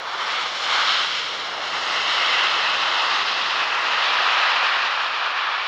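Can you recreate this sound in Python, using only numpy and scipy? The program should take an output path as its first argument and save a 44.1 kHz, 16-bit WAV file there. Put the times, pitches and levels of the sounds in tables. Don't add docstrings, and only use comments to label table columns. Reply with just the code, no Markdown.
import sys
import numpy as np
from scipy import signal
from scipy.fft import rfft, irfft
from scipy.io import wavfile
from scipy.ndimage import uniform_filter1d

SR = 44100
rng = np.random.default_rng(int(sys.argv[2]) if len(sys.argv) > 2 else 0)


def voltage_ratio(decibels):
    exponent = np.asarray(decibels, float) / 20
    return 10 ** exponent


def persist_wave(psi):
    counts = np.round(np.clip(psi, -1, 1) * 32767).astype(np.int16)
    wavfile.write(sys.argv[1], SR, np.atleast_2d(counts).T)


N = 250443
ABEAM_S = 2.27


def evened(x):
    return x / np.sqrt(np.mean(x ** 2) + 1e-20)


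def read(points, hz):
    f, value = np.transpose(points)
    return np.interp(np.log(hz + 1), np.log(f + 1), value)


def follow(rows, t):
    s, *columns = np.transpose(rows)
    return [np.interp(t, s, c) for c in columns]


def echo_db(share, hz, spacing_hz):
    share = np.clip(share, 0, 0.9)
    power = 1 + share ** 2 - 2 * share * np.cos(2 * np.pi * hz / spacing_hz)
    return 10 * np.log10(power / (1 + share ** 2))


def slow(t, lo_hz, hi_hz):
    rates = np.geomspace(lo_hz, hi_hz, 30)
    return evened(sum(np.sin(2 * np.pi * (f * t + rng.random())) for f in rates))


def resonate(x, hz, width_hz):
    turn = np.exp(2j * np.pi * np.cumsum(hz) / SR)
    r = np.exp(-np.pi * width_hz / SR)
    return 2 * (turn * signal.lfilter([1 - r], [1, -r], x / turn)).real


# (start_s, level_db, clearness_db)
CARRY = [(0.0, -34, -4), (0.01, -33, -10), (0.32, -27, -3), (0.58, -33.5, -0.5), (0.74, -23.5, -2),
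         (0.99, -29, 3.5), (1.14, -33.5, 6), (1.57, -32.5, -3), (1.74, -29.5, -1), (2.21, -25.5, 1),
         (2.24, -25, 0.5), (2.75, -26.5, 0), (3.04, -24.5, -1), (3.32, -28, 0), (4.46, -22, -2.5),
         (5.2, -27.5, -3), (5.47, -26, -5.5), (5.68, -28.5, -2)]
LAYER_HZ = [400, 1150, 3000, 5600, 9500]


def gusts(t, hz):
    roar_db, fan = follow(CARRY, t)
    rumble = (0.18 - 1) * roar_db - 0.82 * (t - ABEAM_S) ** 2
    blast = 0.81 * (roar_db + fan) - roar_db - 1.92 * t
    rumble, fan, blast = [layer - layer.mean() for layer in (rumble, fan, blast)]
    top = blast + 0.31 * (blast + roar_db - roar_db.mean())
    layers = [rumble, 0 * t, fan, blast, top]
    tilt_db = 0
    for layer, only_this in zip(layers, np.eye(len(LAYER_HZ))):
        tilt_db = tilt_db + read(list(zip(LAYER_HZ, only_this)), hz) * layer
    return roar_db, tilt_db


# (start_s, length_s, pitch_hz, level_db); start is the middle
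EDDIES = [(.05, 0.18, 1200, 1), (.28, .16, 1500, 1.5), (.25, .25, 5600, -1.5), (.6, 0.089, 7000, 4),
          (.8, 0.15, 1240, 1), (0.925, 0.065, 3800, 4), (.93, .03, 1500, 4), (1.166, 0.03, 2800, 2),
          (1.038, 0.14, 1310, 3.5), (1.23, 0.26, 755, -3.5), (1.583, 0.093, 625, 5.5), (1.8, 0.23, 8000, 3),
          (1.82, 0.13, 2640, -1.5), (2.396, 0.14, 2760, 3), (2.43, 0.048, 1890, 3), (2.726, 0.042, 2900, 3),
          (3.0, 0.18, 2160, -2.5), (3.128, 0.28, 1180, 1.5), (3.23, 0.13, 615, -5.5),
          (3.316, 0.25, 4600, 3), (3.604, .05, 1200, 2), (3.75, 0.12, 3700, -4), (4.084, .08, 4000, 2),
          (4.13, 0.2, 733, 3.5), (4.5, 0.087, 1390, 0.5), (4.74, .1, 980, 1.5), (5.04, 0.092, 2030, -3),
          (5.21, 0.081, 730, 4.5), (5.377, 0.086, 1500, 2.5), (5.498, .1, 815, -2)]


def passing_eddies(t, hz):
    hump_db = 0
    for s, length_s, f, db in EDDIES:
        octaves = 0.28 * (f / 1000) ** 0.4
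        off_pitch = np.log2(hz / f + 1e-3) / octaves
        hump_db = hump_db + db * np.exp(-off_pitch ** 2 - ((t - s) / length_s) ** 2)
    return hump_db


def shimmer(t, hz, patches, patchy_db=0.5, flutter_db=0.63):
    blurred = uniform_filter1d(uniform_filter1d(patches, 16, 0), 12, 1)
    shaken = np.clip(hz / 2000, 0, 1)
    top_flicker = np.clip((hz - 5500) / 3000, 0, 1) * slow(t, 8.5, 40)
    return top_flicker + shaken * (patchy_db * evened(blurred) + flutter_db * slow(t, 4, 25))


def notch_spacing(t):
    steady_hz = 869 - 31.4 * t
    return steady_hz * (1 + 0.012 * slow(t, 0.96, 8))


GROUND_BAND = [(1.2, 0.06), (2.0, 0.27), (3.0, 1.0), (3.6, 0.23), (4.2, 0.11), (5.5, .03)]


def ground_echo(t, hz, spacing_hz):
    far, firmest, firmest_s, spread_s = 0.3, 0.67, 2.05, 1.0
    strength = far + (firmest - far) * np.exp(-((t - firmest_s) / spread_s) ** 2)
    return echo_db(read(GROUND_BAND, hz / spacing_hz) * strength, hz, spacing_hz)


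# (multiple_of_spacing, width_hz, level_db)
WING = [
    (3.9, 290, 3),
    (4.35, 290, -2.5),
    (4.85, 230, -1.5),
    (5.6, 330, -4.5),
    (6.45, 230, -1.5),
    (7.3, 210, -2.5),
]


def wing_echo(t, hz, spacing_hz):
    ridges_db = sum(db * np.exp(-((hz - k * spacing_hz) / width_hz) ** 2) for k, width_hz, db in WING)
    return (1.16 - 0.14 * t) * ridges_db


# (pitch_hz, share)
HOUSING = [(4500, 0.0064), (6000, 0.17), (7500, 0.27), (11000, .2)]


def housing_echo(hz):
    return echo_db(read(HOUSING, hz), hz, 1518)


# (pitch_hz, level_db per Hz)
JET = [(25, -36.5), (105, -34), (160, -32.5), (310, -21), (530, -11.5), (800, -5.5), (1230, -0.5),
       (1900, -5.5), (2950, -5.5), (4020, -7), (5300, -16), (6880, -30), (9130, -52), (11500, -71.5),
       (15000, -95.5)]


def engines():
    t = np.arange(N // 256 + 5) * 256 / SR
    hz = np.fft.rfftfreq(1024, 1 / SR)[:, None]
    a, b, patches = rng.standard_normal((len(t), len(hz), 3)).T
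    roar_db, tilt_db = gusts(t, hz)
    spacing_hz = notch_spacing(t)
    echoes_db = ground_echo(t, hz, spacing_hz) + wing_echo(t, hz, spacing_hz) + housing_echo(hz)
    colour = voltage_ratio(read(JET, hz) + tilt_db + echoes_db)
    middle = (hz[:, 0] > 800) & (hz[:, 0] < 1600)
    colour /= np.sqrt((colour[middle] ** 2).sum(0))
    grass_hz = 90 + 15 * np.maximum(t - ABEAM_S, 0)
    colour *= np.clip((hz - grass_hz) / 90, 0, 1)
    air = voltage_ratio(roar_db + passing_eddies(t, hz) + shimmer(t, hz, patches))
    roar = signal.istft((a + 1j * b) * colour * air, nperseg=1024, noverlap=768)[1][:N]
    return voltage_ratio(1.98) * roar


def shaft_hum(t):
    level_db = -61.5 - 14 * np.maximum(t - 3.3, 0)
    return voltage_ratio(level_db) * evened(resonate(rng.standard_normal(N), 192 + 0 * t, 7))


# (pitch_hz, level_db per Hz)
DRONE_COLOUR = [(15, -29), (25, -14), (60, -8), (110, 0.5), (135, -1.5), (170, -6), (260, -41.5),
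                (500, -100)]


def drone(t):
    level_db = -60 - 0.96 * (t - ABEAM_S) ** 2
    spectrum = rfft(rng.standard_normal(N)) * voltage_ratio(read(DRONE_COLOUR, np.fft.rfftfreq(N, 1 / SR)))
    return voltage_ratio(level_db) * evened(irfft(spectrum, N))


def breeze(t):
    stir = rng.standard_normal(N)
    for _ in range(2):
        stir = resonate(stir, 55 + 0 * t, 50)
    return voltage_ratio(-80 + 1.9 * t) * evened(stir)


def scene():
    t = np.arange(N) / SR
    return (engines() + shaft_hum(t) + drone(t) + breeze(t))[None]


def rounded_peaks(dry):
    knee, softness = 0.25, 0.09
    over = np.maximum(abs(dry) - knee, 0)
    excess = np.sign(dry) * (over - softness * np.tanh(over / softness))
    band = signal.butter(5, [500, 5200], "bandpass", fs=SR, output="sos")
    return dry - signal.sosfiltfilt(band, excess)


def microphone_hiss():
    level_db = -67.5 - 0.75 * np.arange(N) / SR
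    return voltage_ratio(level_db) * rng.standard_normal(N)


# (start_s, level_db; the jump itself is 14.5 dB higher)
TICKS = [(0.7672, -56.2), (0.8265, -54.2), (0.8606, -61.4), (1.4638, -59.3), (1.4685, -58.3),
         (2.2618, -54.8), (2.2757, -60.8), (2.2864, -59.8), (2.3775, -61.2), (2.4323, -60.0),
         (2.5302, -60.6), (2.8345, -60.1), (3.0482, -58.7), (3.2778, -59.7), (3.5947, -53.7),
         (4.0141, -55.1), (4.0928, -55.6), (4.2131, -56.7), (4.2269, -53.0), (4.2604, -58.1),
         (4.278, -58.4), (4.3233, -47.5), (4.3876, -52.8), (4.4258, -54.7), (4.5158, -56.8),
         (4.5489, -55.9), (4.6066, -58.0), (4.6292, -61.3)]


def overload_ticks():
    ticks = np.zeros(N)
    s, db = np.transpose(TICKS)
    ticks[np.round(s * SR).astype(int)] = voltage_ratio(db + 14.5) * rng.choice([-1, 1], len(s))
    return ticks


def top_cut(x):
    return signal.sosfilt(signal.butter(12, 15740, fs=SR, output="sos"), x)


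def record(dry):
    wet = rounded_peaks(dry) + overload_ticks() + microphone_hiss()
    edge = signal.firwin(511, 15740, window=("kaiser", 9), fs=SR)
    wet = signal.oaconvolve(wet, edge[None], "same")
    wet = wet * np.minimum((N - np.arange(N)) / 6, 1)
    return top_cut(wet)


dry = scene()
out = record(dry)
persist_wave(out)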